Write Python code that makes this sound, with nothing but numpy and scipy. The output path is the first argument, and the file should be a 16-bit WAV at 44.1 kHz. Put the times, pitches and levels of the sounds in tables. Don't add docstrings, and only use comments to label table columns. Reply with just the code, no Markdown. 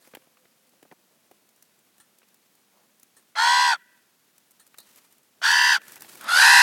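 import sys
import numpy as np
from scipy import signal
from scipy.fft import rfft, irfft
from scipy.io import wavfile
from scipy.ndimage import uniform_filter1d, minimum_filter1d, map_coordinates

SR = 44100
rng = np.random.default_rng(int(sys.argv[2]) if len(sys.argv) > 2 else 0)


def boost(x):
    u = np.asarray(x, float) / 20
    return 10 ** u


def int16_out(signal):
    q = np.round(np.clip(np.atleast_2d(signal).T, -1, 1) * 32767)
    wavfile.write(sys.argv[1], SR, q.astype(np.int16))


N = 291942

# pitch_hz, level_db
HUSH_COLOUR = [(18, -68.5), (30, -34), (65, -32), (91, -17.5), (213, -3.5), (301, -9), (344, -8),
               (460, -11.5), (1440, -12.5), (4500, -15), (16900, -17)]
# start_s, level_db
GUST_LEVELS = [(0, -70.5), (.72, -78), (1.31, -70), (1.49, -75), (2.38, -77), (3.9, -80.5), (4.61, -83),
               (4.9, -69), (5.2, -75), (5.75, -67), (5.85, -60), (6.12, -58), (6.27, -53), (6.5, -67),
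               (6.62, -43)]
# pitch_hz, level_db
GUST_COLOUR = [(41, -51.5), (70, -19.5), (117, -9.5), (215, -1), (495, -3), (626, -3), (900, -10),
               (1170, -33), (1980, -120)]
# start_s, pitch_hz, level_db
MOTOR_HUM = [
    (0, 525, -75),
    (.4, 515.5, -74.5),
    (.8, 513, -76),
    (1.0, 507, -84),
]
# start_s, length_s, level_db, edge_s
FAR_CAW = (2.7, .18, -68, .06)
# start_s, rise_s, length_s, peak_db, slope_db_per_s after the peak
RUSTLES = [
    (0, 0.016, 0.25, -62.5, -31),
    (4.739, 0.13, .56, -58, -36.5),
    (5.791, 0.078, .46, -53, 11),
]
# pitch_hz, level_db
FEATHER_COLOUR = [(59, -22), (100, -9), (338, -2), (778, -12), (865, 3.5), (1050, -0.5), (1640, 0),
                  (3780, -3), (11700, -2.5), (16500, -6.5)]
# start_s, peak_db, tip_db (extra ring of the beak tip)
BEAK_CLACKS = [
    (0.0229, -54, -11.5),
    (2.0014, -43, -31),
    (3.1683, -44.5, -29),
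    (4.5987, -44.5, -21.5),
    (4.7858, -42, -6),
    (4.8018, -60, -10),
]
# pitch_hz, level_db, longest t60_s (held to 32 / pitch_hz s at most)
BEAK_RING = [(1394, -8, 0.12), (1800, 0.5, 0.19), (3470, -3.5, 5.0), (4360, -6, 0.13), (6848, -20, 0.075),
             (8460, -15, 0.069), (8670, 1, 0.46), (9260, 12, 0.36), (12300, -0.5, 0.45)]
# low_hz, high_hz
BEAK_TIP_BAND = (3800, 4500)
# start_s, thud_db, knock_db, fizz_db
FOOTSTEPS = [(.049, -64, -51, -62), (0.073, -45.5, -48, -47.5), (.136, -37.5, -42, -58),
             (0.149, -40, -32, -35.5), (.169, -36, -41, -50), (0.22, -67, -52.5, -69),
             (.269, -53, -68, -65), (.37, -76, -49.5, -65), (.452, -51, -52.5, -68), (.734, -55, -78, -64),
             (.827, -42, -46.5, -47.5), (.851, -49.5, -65, -66), (.913, -41, -39.5, -72),
             (.922, -41.5, -65, -50), (1.312, -42.5, -50.5, -49), (2.217, -77, -51, -74),
             (2.229, -52, -50, -64), (4.742, -53, -42, -49)]
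# start_s, fizz_db
CLAW_SCRATCHES = [(0.692, -53), (1.489, -50.5), (1.561, -51.5), (1.624, -41), (1.789, -50), (1.849, -53),
                  (1.981, -47.5), (2.185, -47), (2.286, -49.5), (2.343, -47.5), (2.552, -50.5),
                  (2.997, -45.5), (3.03, -40.5), (4.38, -43), (4.508, -47), (4.516, -47.5), (4.666, -45),
                  (4.675, -47.5), (4.775, -45), (4.784, -31), (4.802, -37), (4.959, -40.5), (4.974, -47),
                  (5.124, -45), (5.181, -49), (5.231, -51.5)]
# start_s, knock_db, fizz_db
SCUFFLES = [(5.817, -40, -43.5), (5.867, -43, -46), (5.881, -38.5, -34), (5.92, -51, -34.5),
            (5.957, -49.5, -31.5), (5.965, -39, -57), (6.007, -46, -32.5), (6.02, -36.5, -30),
            (6.046, -38, -52), (6.154, -38.5, -34.5), (6.21, -36, -32.5), (6.242, -40, -34)]
# time_s, level_db
CAW_LOUDNESS = [
    [(3.345, -127), (3.355, -36.5), (3.387, -21), (3.477, -18), (3.617, -18.5), (3.733, -20),
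     (3.759, -35.5), (3.775, -72)],
    [(5.41, -112), (5.418, -35.5), (5.444, -20), (5.494, -18.5), (5.748, -18), (5.772, -25.5), (5.79, -56)],
    [(6.19, -71), (6.21, -49), (6.277, -36), (6.288, -26), (6.325, -19.5), (6.424, -13), (6.62, -12)],
]
# high_opens_s, both_close_s, high_hz, low_opens_s, low_hz
VOICE_SIDES = [
    (3.346, 3.751, 988.6, 3.35, 807.7),
    (5.41, 5.773, 985.8, 5.38, 807.3),
    (6.36, 6.9, 975.3, 6.27, 802.8),
]
# flutter_hz at the start, slowing_hz_per_s, high_over_low_db, bright_db above 2 kHz
CAW_MANNER = [
    (82.63, 24, -2, -6),
    (77.82, 20.4, 0.5, -4),
    (85.86, 60, 0, -4.5),
]
CAW_ROUGHNESS = [.22, .33, .38]
# depth_nepers, swing_hz, second_beat_share, loudness_lag_rad
CAW_FLUTTER = [(.5, 26, .1, .9), (.55, 34, .3, .9), (.35, 40, .2, .9)]
LOW_ORDERS = [(1, 0), (0, 1), (0, 2), (1, 1), (2, 0), (0, 3)]
LOW_TONES = [(-1.5, -18.5, -9.5, -16.5, -8.5, -24), (-6, -24, -5, 0, -3, -24),
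             (-5.5, -14.5, -2, -2, -1.5, -30)]
UPPER_ORDERS = [(1, 2), (2, 1), (3, 0), (0, 4), (1, 3), (2, 2), (4, 0), (1, 4), (2, 3), (4, 1), (0, 6),
                (5, 0), (2, 4), (5, 1), (6, 0), (4, 3), (6, 1), (7, 0), (7, 1), (8, 0)]
UPPER_TONES = [(-5, 3, -2, -12.5, -6, -4, -1, 7.5, -11, -9.5, 6, -1.5, 8.2, 2, -2, 1, -3, -3.5, -10.5, 4.5),
               (-7, 6, 0, -2, -30, -7, 2, -2, 2, 5, -1.5, -5, 4.3, -8, -5.5, -2, -15, -12, -11, -2),
               (7, 3.5, -39, 1.5, -15, -1.5, 0, 6, -24.5, 1, 3, -2, 7.7, 6.5, -15, 0.5, 1, 6.5, -2, 6)]
# pitch_hz, level_db
WINDPIPE = [(400, -60), (620, -33), (740, -9), (820, 0), (1120, -1.5), (1260, -7), (1400, -1.5),
            (2050, -2.5), (2300, -6.5), (2700, -5), (3500, -36.5)]
# pitch_hz, level_db
UPPER_THROATS = [
    [(1290, -38.5), (2200, -6.5), (3020, -5), (3280, 2.5), (3770, -9), (4240, -5), (5130, -10.5),
     (6470, -12.5), (7090, -19.5), (8240, -17), (9330, -27.5), (16000, -42)],
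    [(1290, -49.5), (2200, -9), (2510, -13), (2750, -4.5), (3120, 4.5), (4100, -13), (4720, -2), (5170, -8),
     (6010, -4), (6640, -13.5), (10200, -23.5), (16000, -34.5)],
    [(1290, -28.5), (2200, -9), (2710, -1.5), (3330, -4), (4030, -2.5), (4720, -4), (6530, -11),
     (7150, -13), (9560, -15), (11000, -18), (14600, -29.5), (16000, -64)],
]
# time_s, extra_path_ms, strength (0-1)
GRAVEL_BOUNCE = [
    [(3.34, 1, 0.5), (3.45, .94, 0.93), (3.6, 0.884, 0.1), (3.78, 0.88, 0.66)],
    [(5.4, 0.93, 0.2), (5.5, 0.89, 0.46), (5.63, 0.82, 0.33), (5.8, 0.83, 0)],
    [(6.18, 0.574, 0.44), (6.4, 0.63, 0.14), (6.48, .8, 0), (6.63, 0.75, 0.15)],
]
# delay_s, level_db, t60_s
WALL_RETURNS = [
    (0.25, -43, 0.45),
    (0.019, -35, 0.74),
]

HIGH_SLACK_HZ, HIGH_TIGHTEN_S, LOW_SLACK_HZ, LOW_TIGHTEN_S = 199.85, 0.068, 155.16, 0.11
SHUT_SAG_HZ, SHUT_S, LOW_SHUT_SHARE, MOST_SAG_HZ = 224, 0.029, 0.42, 302.6


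def evened(x):
    return x / np.sqrt(np.mean(abs(x) ** 2) + 1e-20)


def steady(x):
    power = uniform_filter1d(uniform_filter1d(x ** 2, size=1500), size=1500)
    return x / np.sqrt(power + 1e-12)


def add(mix, start_s, sound):
    part = mix[max(round(start_s * SR), 0):][:len(sound)]
    part += sound[:len(part)]


def noise(size):
    return rng.standard_normal(size)


def coloured(x, points):
    hz, db = np.transpose(points)
    f = np.fft.rfftfreq(len(x), 1 / SR)
    curve_db = np.interp(np.log(f + 1), np.log(hz + 1), db, -90, -90)
    return irfft(rfft(x) * boost(curve_db), len(x))


def band(x, low_hz, high_hz):
    edges = [low_hz, min(high_hz, SR / 2.1)]
    return signal.sosfilt(signal.butter(2, edges, "band", fs=SR, output="sos"), x)


def wander(size, hz):
    r = np.exp(-2 * np.pi * hz / SR)
    z = noise(size) + 1j * noise(size)
    once = signal.lfilter([1], [1, -r], z)
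    return evened(signal.lfilter([1], [1, -r], once))


def turning(hz):
    return 2 * np.pi * np.cumsum(hz) / SR


def along(rows):
    s, *columns = np.transpose(rows)
    t = np.arange(s[0], s[-1], 1 / SR)
    return t, [np.interp(t, s, column) for column in columns]


def air(caws):
    flicker = boost(0.95 * wander(N, 30).real)
    out = boost(-65.5) * evened(coloured(noise(N) * flicker, HUSH_COLOUR))

    s, db = np.transpose(GUST_LEVELS)
    wind = boost(np.interp(np.arange(N) / SR, s, db) - 2.0)
    puffs = boost(-47.5) * np.sqrt(abs(uniform_filter1d(caws ** 2, size=2000)))
    lumps = boost(3.0 * wander(N, 12).real)
    out += (wind + puffs) * evened(coloured(noise(N) * lumps, GUST_COLOUR))

    t, (hz, hum_db) = along(MOTOR_HUM)
    hum = (wander(len(t), 15) * np.exp(1j * turning(hz))).real
    add(out, t[0], boost(hum_db) * hum)

    start_s, length_s, far_db, edge_s = FAR_CAW
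    t = np.arange(0, length_s, 1 / SR)
    shape = np.minimum(np.minimum(t, length_s - t) / edge_s, 1)
    add(out, start_s, boost(far_db) * shape * evened(band(noise(len(t)), 490, 1150)))
    return out


def rustle():
    out = np.zeros(N)
    for start_s, rise_s, length_s, peak_db, slope_db in RUSTLES:
        t = np.arange(0, length_s, 1 / SR)
        clumps = boost(3.2 * wander(len(t), 70).real + 3 * wander(len(t), 14).real)
        rub = evened(coloured(noise(len(t)) * clumps, FEATHER_COLOUR))
        swell = np.minimum(t / rise_s, 1) * boost(peak_db + slope_db * np.maximum(t - rise_s, 0))
        add(out, start_s, swell * rub * signal.windows.tukey(len(t), 0.03))
    return out


def clacks():
    out, t = np.zeros(N), np.arange(4000) / SR
    ring = np.zeros(len(t))
    for hz, db, t60_s in BEAK_RING:
        ring += boost(db - 60 * t / min(t60_s, 32 / hz)) * np.sin(2 * np.pi * hz * t)
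    for start_s, peak_db, tip_db in BEAK_CLACKS:
        puff = noise(len(t)) * boost(-60 * t / 0.13) * np.minimum(t / 0.0024, 1)
        clack = signal.oaconvolve(puff, ring)[:len(t)] + 7 * band(puff, 2500, 14500)
        tip = band(puff, *BEAK_TIP_BAND)
        both = clack / abs(clack).max() + boost(tip_db + 8) * tip / abs(tip).max()
        add(out, start_s - 0.003, boost(peak_db) * both)
    return out


def gravel():
    out, t = np.zeros(N), np.arange(3000) / SR
    rows = [(*row, 0.029) for row in FOOTSTEPS]
    rows += [(s, fizz_db - 16, fizz_db - 12.5, fizz_db, 0.021) for s, fizz_db in CLAW_SCRATCHES]
    rows += [(s, knock_db - 18, knock_db, fizz_db, 0.015) for s, knock_db, fizz_db in SCUFFLES]
    for start_s, thud_db, knock_db, fizz_db, t60_s in rows:
        burst = noise(len(t)) * boost(-60 * t / t60_s) * np.minimum(t / 0.0025, 1) ** 2
        layers = ((thud_db, 180, 800), (knock_db, 620, 2520), (fizz_db, 5800, 15500))
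        for db, low_hz, high_hz in layers:
            part = band(burst, low_hz, high_hz)
            add(out, start_s - 0.001, boost(db) * part / abs(part).max())
    return out


def sides(t, high_s, shut_s, high_hz, low_s, low_hz):
    shut = np.minimum(SHUT_SAG_HZ * np.exp((t - shut_s) / SHUT_S), 1.5 * SHUT_SAG_HZ)
    opening = HIGH_SLACK_HZ * np.exp((high_s - t) / HIGH_TIGHTEN_S)
    slack = np.minimum(opening, MOST_SAG_HZ) + shut
    low_slack = LOW_SLACK_HZ * np.exp(np.minimum(low_s - t, 0) / LOW_TIGHTEN_S)
    return high_hz - slack, low_hz - low_slack - LOW_SHUT_SHARE * shut, slack, shut


def bounced(x, t, rows):
    s, path_ms, strength = np.transpose(rows)
    late, here = np.interp(t, s, path_ms) * SR / 1e3, np.arange(len(x))
    ground = map_coordinates(x, [here - late], order=3)
    body = map_coordinates(x, [here - 2.25 * late], order=3)
    return x + np.clip(np.interp(t, s, strength), 0, 1) * (ground + 0.4 * body)


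def caw(loudness, folds, manner, tight_rough, low_db, upper_db, throat, bounce, flutter):
    t, (loud_db,) = along(loudness)
    size = len(t)
    high_hz, low_hz, slack, shut = sides(t, *folds)
    start_hz, slowing_hz, lead_db, open_db = manner
    depth, swing_hz, uneven, lag = flutter

    rough = tight_rough + 0.045 * np.clip(loud_db.max() - 6 - loud_db, 0, 15)
    rough = rough + 0.002 * slack * (slack < HIGH_SLACK_HZ)
    balance_db = lead_db - 26 * (slack / HIGH_SLACK_HZ) ** 1.6
    lone_hz = np.maximum(slack - shut - HIGH_SLACK_HZ, 0)
    bright_db = open_db - 0.0136 * shut - 0.02 * lone_hz

    flutter_hz = start_hz - slowing_hz * (t - t[0])
    beat = turning(flutter_hz * (1 + 0.11 * rough * wander(size, 26).real))
    shake = np.sin(beat) + 0.41 * np.sin(2 * beat + 0.39) + uneven * np.sin(beat / 2)
    high = turning(high_hz + swing_hz * shake + 12 * rough * wander(size, 40).real)
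    low = turning(low_hz + 0.8 * swing_hz * np.cos(beat) + 18 * rough * wander(size, 43).real)

    def throb(late):
        return evened(np.exp(depth * (np.cos(beat - late) + uneven * np.cos(beat / 2))))

    def stack(orders, levels_db, skirt_hz, blur):
        out = np.zeros(size)
        for (m, n), db in zip(orders, levels_db):
            gain = boost(db + m * balance_db / (m + n) ** 2) * throb(lag + 2.6 * (m + n - 1))
            phase = m * high + n * low + 0.96 * m * n + 0.3 * (m + n) ** 2
            skirt = 1 + blur * wander(size, skirt_hz)
            out += gain * (skirt * np.exp(1j * phase)).real
        return out

    breath = boost(-22) * (1 + 3 * rough + 5 * rough ** 3) * evened(band(noise(size), 750, 2200))
    body = coloured(steady(stack(LOW_ORDERS, low_db, 110, rough)) + breath, WINDPIPE)

    hiss = (0.2 + rough) * noise(size)
    hiss += boost(5.5) * evened(band(noise(size), 7600, 16000))
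    upper = evened(stack(UPPER_ORDERS, upper_db, 150, rough + 0.22))
    rasp = coloured(upper + hiss * throb(lag) ** 0.26, throat)

    croak = boost(-9.5) * (rough - 0.45 * tight_rough) ** 3 * evened(band(noise(size), 560, 700))
    voice = steady(body) + croak + boost(bright_db) * steady(bounced(rasp, t, bounce))
    fade = signal.windows.tukey(size + 200, 0.02)[:size]
    return t[0], boost(loud_db) * voice * fade


def wall(x):
    t = np.arange(SR // 2) / SR
    out = np.zeros(N)
    for delay_s, db, t60_s in WALL_RETURNS:
        smear = noise(len(t)) * boost(-60 * t / t60_s) * np.minimum(t / 0.011, 1)
        add(out, delay_s, boost(db) * signal.oaconvolve(x, smear / np.linalg.norm(smear)))
    moving_air = 1 + 0.25 * wander(N, 40).real
    return band(out * moving_air, 1400, 3000)


def scene():
    caws = np.zeros(N)
    for parts in zip(CAW_LOUDNESS, VOICE_SIDES, CAW_MANNER, CAW_ROUGHNESS, LOW_TONES, UPPER_TONES,
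                     UPPER_THROATS, GRAVEL_BOUNCE, CAW_FLUTTER):
        add(caws, *caw(*parts))
    return (air(caws) + rustle() + clacks() + gravel() + caws + wall(caws))[None]


def low_pass(x):
    return signal.sosfilt(signal.butter(12, 17080, fs=SR, output="sos"), x)


def record(dry):
    bass_cut = signal.butter(2, 60, "high", fs=SR, output="sos")
    bent = signal.sosfilt(bass_cut, dry) + 0.003 * band(dry[0] ** 2, 60, 700)
    room = np.minimum(0.92 / (abs(bent) + 1e-9), 1)
    lowest = minimum_filter1d(room, size=133)
    gain = uniform_filter1d(uniform_filter1d(lowest, size=66), size=66)
    return low_pass(bent * gain)


dry = scene()
out = record(dry)
int16_out(out)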